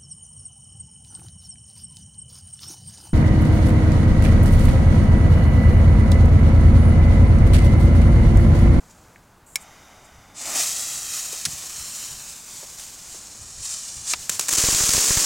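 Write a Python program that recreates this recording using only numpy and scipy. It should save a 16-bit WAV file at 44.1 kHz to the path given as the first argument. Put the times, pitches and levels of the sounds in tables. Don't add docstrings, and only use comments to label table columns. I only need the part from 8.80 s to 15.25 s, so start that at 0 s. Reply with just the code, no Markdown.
import sys
import numpy as np
from scipy import signal
from scipy.fft import rfft, irfft, next_fast_len
from scipy.io import wavfile
from scipy.ndimage import map_coordinates

SR = 44100
rng = np.random.default_rng(int(sys.argv[2]) if len(sys.argv) > 2 else 0)


def master_out(mix):
    frames = np.transpose(np.atleast_2d(mix))
    ceiling = np.clip(frames, -1, 1)
    pcm = np.round(ceiling * 32767).astype(np.int16)
    wavfile.write(sys.argv[1], SR, pcm)


N = 284445
TIME = np.arange(N) / SR

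# frequency_hz, level_db
AIR_COLOUR = [(15, -34), (25, -15), (75, -6), (173, -2), (233, -4), (322, -8), (389, -9), (482, -9),
              (703, -8.5), (762, -7.5), (1570, -11), (1800, -16), (3000, -22.5), (15500, -29.5)]
# peak_s, level_db
STEPS = [(1.36, -56), (2.28, -54), (3.0, -51), (3.33, -53), (3.98, -64), (4.3, -59), (4.61, -51),
         (4.77, -47), (5.18, -49), (5.36, -49), (5.52, -56)]
# frequency_hz, level_db
RUMBLE_COLOUR = [(20, -7), (50, -2), (90, -3.5), (150, -9.5), (260, -46), (600, -60)]
# start_s, level_db, centre_hz, edge_to_centre_ratio, t60_s
KNOCKS = [(0.359, -36, 2000, 1.17, 0.024), (2.529, -36, 400, 1.3, 0.027), (2.54, -40, 600, 2.5, 0.032),
          (2.664, -32.5, 113, 1.65, 0.15), (2.730, -35, 79.5, 1.65, 0.075), (2.837, -35, 650, 1.4, 0.022),
          (3.83, -38, 520, 1.7, 0.06), (4.344, -37, 377, 1.75, 0.039), (5.3362, -5, 1750, 3, 0.023)]
# frequency_hz, level_db
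GAS_COLOUR = [(4000, -41), (6000, -9), (7500, 6), (9500, -4), (12000, -8), (16000, -15)]
# peak_s, level_db
GAS_SPITS = [(.82, -46.5), (1.255, -56)]
# frequency_hz, level_db
FLAME_COLOUR = [(200, -27), (320, -25), (800, -0.5), (1080, -8), (1510, -6), (1760, -11), (2050, -5),
                (2600, -13), (3700, -11.5), (4130, -24), (4600, -14), (5050, -14), (6300, -9.5),
                (8200, -18.5), (15500, -31)]
# start_s, level_db
TRIGGER_SNAPS = [(.7572, 5.5), (.7690, -24)]
# pitch_hz, level_db, t60_s
LIGHTER_MODES = [(1675, -13, .025), (2190, -3, .028), (2370, -6, .025), (2650, -15, .018),
                 (4005, -15, .025), (4430, -16, .022), (5414, -4, .022), (6215, -9, .016), (6798, -4, .02),
                 (7900, -4, .016), (8866, -7, .018), (9300, -6, .018), (10400, -8, .018),
                 (12600, -14, .014), (14030, -12, .016), (15100, -13, .014)]
# start_s, level_db
RELEASE_TICKS = [(2.6528, 4), (2.6565, 2.5), (2.66, -3.5)]
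# frequency_hz, level_db
TICK_COLOUR = [(300, -53), (1100, -10), (1900, -0.5), (3000, -1.5), (6000, 5), (10000, 0), (16000, -14)]
# time_s, distance_m
DISTANCE = [(2.0, .35), (2.75, 0.84), (3.5, 1.69), (4.7, 2.68), (5.7, 2.55)]
# peak_s, rise_s, fall_s, change_db
SURGES = [(1.8, 0.064, 0.095, 8), (2.38, 0.1, 0.032, 3.5), (2.72, 0.12, 0.038, 2.5), (3.2, 0.29, 0.24, 2.5),
          (3.63, .06, 0.096, -3), (3.8, .05, 0.081, 1), (4.02, 0.044, 0.089, 3), (4.35, 0.055, .1, 2),
          (4.86, 0.076, 0.25, 11), (5.17, 0.13, .08, 2.5), (5.316, 0.053, 0.036, 19), (5.4, .03, 0.057, 5),
          (5.545, 0.044, 0.025, 9), (5.63, 0.052, .2, 7.5)]
# frequency_hz, level_db
JET_COLOUR = [(1500, -48), (3000, -21), (4200, -9), (5500, -3.5), (7300, 1), (8500, -3.5), (10000, -11),
              (12000, -25.5), (16000, -53)]
# frequency_hz, level_db
ROAR_COLOUR = [(200, -24), (500, -15), (900, -5.5), (1400, -5), (2800, -1), (4000, -1), (7000, -17.5)]
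# frequency_hz, level_db
SIZZLE_COLOUR = [(7000, -23), (10000, 1), (12000, 0), (16000, -4.5)]
# frequency_hz, level_db
FLARE_COLOUR = [(120, -27.5), (300, 1.5), (470, -8.5), (750, 0), (1050, -4.5), (1400, -9), (2500, -5),
                (5000, -36)]
# time_s, lag_ms, gain
CHEST_ECHO = [(.9, 1.6, .22), (1.65, 1.64, .27), (2.05, 1.51, .46), (2.85, 1.655, .28), (4.3, 1.68, 0),
              (4.65, 1.65, .32), (4.88, 1.605, .39), (5.17, 1.715, .44), (5.6, 1.67, .06)]
# start_s, end_s, first_lag_ms, last_lag_ms, gain
ARM_ECHOES = [(.6, 1.85, 1.32, 1.42, 0.27), (.6, 1.8, .8, .84, 0.13), (.6, 1.8, 1.04, 0.99, 0.1),
              (1.95, 2.75, .66, 0.78, .18), (2.75, 3.5, .715, .705, 0.25), (2.8, 3.55, 0.88, 1.09, 0.2),
              (3.25, 3.95, .68, .93, .28), (2.8, 3.5, 1.67, 1.14, 0.17), (2.8, 4.4, 1.83, 2.01, 0.12),
              (4.3, 5.4, .75, .67, 0.12)]
# start_s, crack_db, thump_db
CRACKS = [(5.4948, 4, -60), (5.5947, 4, -60), (5.61, -14, -60), (5.684, -9, -56), (5.69, 5, -60),
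          (5.728, -1, -28), (5.7347, 3.5, -31), (5.7832, 10, -21), (5.8386, -5, -15), (5.886, -9, -16.5),
          (5.928, -10, -22.5), (5.9472, 5, -22.5), (6.008, -11, -20), (6.0367, 1, -20.5), (6.091, 9, -20),
          (6.135, 11, -32), (6.148, -11, -19.5), (6.1678, 3, -28), (6.1796, -2, -18.5), (6.269, -5, -60),
          (6.2848, 2, -31), (6.3065, -4.5, -15), (6.372, -2, -13.5)]
# frequency_hz, level_db
CRISP_COLOUR = [(88, -34), (150, -11.5), (217, -9.5), (464, -7.5), (833, -13), (1090, -7.5), (2120, -8.5),
                (2430, -6.5), (2630, -7.5), (2840, -6.5), (3740, -6), (7250, 5.5), (10100, -6.5),
                (14900, -16), (15800, -11)]


def from_db(db):
    return 10 ** (np.asarray(db) / 20)


def in_time(rows):
    times, *columns = np.transpose(rows)
    return [np.interp(TIME, times, column) for column in columns]


def held(start_s, attack_s, end_s=np.inf, release_s=1):
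    return np.clip((TIME - start_s) / attack_s, 0, 1) * np.exp(-np.maximum(TIME - end_s, 0) / release_s)


def swell(peak_s, rise_s, fall_s):
    return np.exp(-((TIME - peak_s) / np.where(TIME < peak_s, rise_s, fall_s)) ** 2)


def drift(rate_hz):
    knots = rng.standard_normal(N // 8)
    return np.interp(TIME * rate_hz, np.arange(len(knots)), knots)


def colour(x, spectrum):
    size = 2 * next_fast_len(N // 2 + 8192)
    hz, db = np.transpose(spectrum)
    bins_hz = np.arange(size // 2 + 1) * SR / size
    shape = from_db(np.interp(np.log(bins_hz + 1), np.log(hz), db))
    shape /= np.sqrt(np.mean(shape ** 2))
    cepstrum = irfft(np.log(shape))
    cepstrum[1:size // 2] *= 2
    cepstrum[size // 2 + 1:] = 0
    return irfft(rfft(x, size) * np.exp(rfft(cepstrum)))[:N]


def noise(spectrum):
    return colour(rng.standard_normal(N), spectrum)


def impulses(events):
    clicks = np.zeros(N)
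    for start_s, db in events:
        clicks[round(start_s * SR)] += from_db(db)
    return clicks


def bursts(clicks, t60_s):
    power = signal.lfilter([1], [1, -from_db(-120 / (t60_s * SR))], clicks ** 2 + 1e-18)
    return np.sqrt(power) * rng.standard_normal(N)


def ring(clicks, hz, t60_s):
    decay, angle = from_db(-60 / (t60_s * SR)), 2 * np.pi * hz / SR
    return signal.lfilter([0, np.sin(angle)], [1, -2 * decay * np.cos(angle), decay ** 2], clicks + 1e-18)


def butter(x, hz, kind, order=2):
    return signal.sosfilt(signal.butter(order, hz, kind, fs=SR, output="sos"), x)


def delayed(x, lag_ms):
    return map_coordinates(x, [np.arange(N) - lag_ms * SR / 1000], order=3)


def surroundings(air_db=-53.5, handling_db=-59.5, rustle_db=-58, brush_db=-54):
    air = from_db(air_db - drift(6.6)) * noise(AIR_COLOUR)
    rustle = from_db(rustle_db) * held(0, .004, end_s=.18, release_s=.28)
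    brush = from_db(brush_db) * swell(.109, .01, .01)
    steps = sum(from_db(db) * swell(peak_s, .03, .058) for peak_s, db in STEPS)
    rumble = (from_db(handling_db) + steps) * noise(RUMBLE_COLOUR)
    return air + rumble + (rustle + brush) * noise(CRISP_COLOUR)


def knocks():
    sound = np.zeros(N)
    for start_s, db, hz, ratio, t60_s in KNOCKS:
        burst = bursts(impulses([(start_s, db)]), t60_s)
        makeup_gain = np.sqrt(SR / (np.pi * hz))
        sound += makeup_gain * butter(burst, [hz / ratio, hz * ratio], "band")
    return sound


def jet_flame(valve_s=.66, lit_s=.765, off_s=1.56, gas_db=-53, flame_db=-50, sag_db_per_s=6):
    attack_s, release_s = .0092, .036
    gas = from_db(gas_db) * held(valve_s, attack_s, lit_s, release_s)
    spits = sum(from_db(db) * swell(peak_s, .014, .014) for peak_s, db in GAS_SPITS)
    flame = from_db(flame_db - sag_db_per_s * (TIME - lit_s)) * held(lit_s, attack_s, off_s, release_s)
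    return flame * noise(FLAME_COLOUR) + (gas + spits) * noise(GAS_COLOUR)


def lighter_clicks(body_db=-10, snap_db=-11, tick_db=-11):
    press = impulses(TRIGGER_SNAPS)
    body = sum((-1) ** k * from_db(db) * ring(press, hz, t60_s)
               for k, (hz, db, t60_s) in enumerate(LIGHTER_MODES))
    snap = colour(bursts(press, t60_s=.02), CRISP_COLOUR)
    snap = butter(snap, 570, "high", order=1)
    ticks = colour(bursts(impulses(RELEASE_TICKS), t60_s=.03), TICK_COLOUR)
    return from_db(body_db) * body + from_db(snap_db) * snap + from_db(tick_db) * ticks


def fuse(catch_s=1.542, enter_shell_s=4.11, split_s=5.34, loss_db_per_doubling=4):
    distance_m, = in_time(DISTANCE)
    distance_gain = from_db(-loss_db_per_doubling * np.log2(distance_m))
    steady = held(catch_s, attack_s=.18) ** .74 * distance_gain
    surge_db = sum(db * swell(peak_s, rise_s, fall_s) for peak_s, rise_s, fall_s, db in SURGES)
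    vigour = steady * from_db(surge_db + .93 * drift(14))
    muffled = held(enter_shell_s, .65, split_s, .062)
    jet = from_db(-36.5) * noise(JET_COLOUR)
    roar = from_db(-46.5 - 3.5 * muffled) * noise(ROAR_COLOUR)
    sizzle = from_db(-46 - 9 * muffled) * held(catch_s, attack_s=.15) * noise(SIZZLE_COLOUR)
    flare = from_db(-37.5) * swell(peak_s=1.748, rise_s=.11, fall_s=.08)
    flutter = from_db(-57) * steady
    burn = vigour * (jet + roar + sizzle) + (flare + flutter) * noise(FLARE_COLOUR)
    sputter_db = 1.16 * drift(70)
    grain_db = .98 * drift(900)
    return burn * from_db(sputter_db + grain_db)


def holder_reflections(hiss, fade_s=.24):
    chest_lag_ms, chest_gain = in_time(CHEST_ECHO)
    sound = hiss + chest_gain * delayed(hiss, chest_lag_ms)
    for start_s, end_s, first_ms, last_ms, gain in ARM_ECHOES:
        fade = np.clip(np.minimum(TIME - start_s, end_s - TIME) / fade_s, 0, 1)
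        lag_ms = np.interp(TIME, [start_s, end_s], [first_ms, last_ms])
        sound += gain * fade * delayed(hiss, lag_ms)
    return sound


def crackle(storm_s=5.69, cracks_per_s=1700, swell_db=19, spread_db=3.6):
    storm_db = -15 - swell_db * (1 - held(storm_s, attack_s=.075))
    explodes = (TIME >= storm_s) & (rng.random(N) < cracks_per_s / SR)
    storm = explodes * from_db(storm_db + spread_db * rng.standard_normal(N))
    start_s, crack_db, thump_db = np.transpose(CRACKS)
    clicks = storm + impulses(zip(start_s, crack_db))
    shock = from_db(2) * clicks
    scatter = bursts(clicks, t60_s=.02)
    tail = from_db(-28) * bursts(clicks, t60_s=.29)
    cracks = butter(colour(shock + scatter + tail, CRISP_COLOUR), 130, "high")
    blast = bursts(impulses(zip(start_s, thump_db)), t60_s=.022)
    return cracks + from_db(17) * butter(blast, [220, 1700], "band")


def limiter(x, threshold_db=-11.3, attack_s=.0003, release_db_per_s=500):
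    over_db = np.maximum(20 * np.log10(np.abs(x) + 1e-9) - threshold_db, 0)
    recovery_db = release_db_per_s * TIME
    duck_db = np.maximum.accumulate(over_db + recovery_db) - recovery_db
    pole = np.exp(-1 / (attack_s * SR))
    return x * from_db(-signal.lfilter([1 - pole], [1, -pole], duck_db))


def overload_thumps(length_s=.0049, smooth_hz=600, coupling_hz=11):
    starts_s, _, thump_db = np.transpose(CRACKS)
    kicks = from_db(thump_db) * rng.choice([-1, 1], len(starts_s))
    push = sum(kick * (TIME >= start_s) * np.clip(1 - (TIME - start_s) / length_s, 0, 1)
               for start_s, kick in zip(starts_s, kicks))
    rounded = butter(push + 1e-18, smooth_hz, "low")
    return butter(rounded, coupling_hz, "high")


def scene():
    mono = lighter_clicks() + holder_reflections(jet_flame() + fuse()) + crackle() + knocks() + surroundings()
    return np.tile(mono, (2, 1))


def record(dry, ceiling=.5, cutoff_hz=15950):
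    limited = limiter(np.tanh(dry[0]))
    mono = ceiling * np.tanh(limited / ceiling) + overload_thumps()
    top_cut = signal.ellip(10, .1, 80, cutoff_hz, fs=SR, output="sos")
    return np.tile(signal.sosfilt(top_cut, mono), (2, 1))


dry = scene()
out = record(dry)
master_out(out)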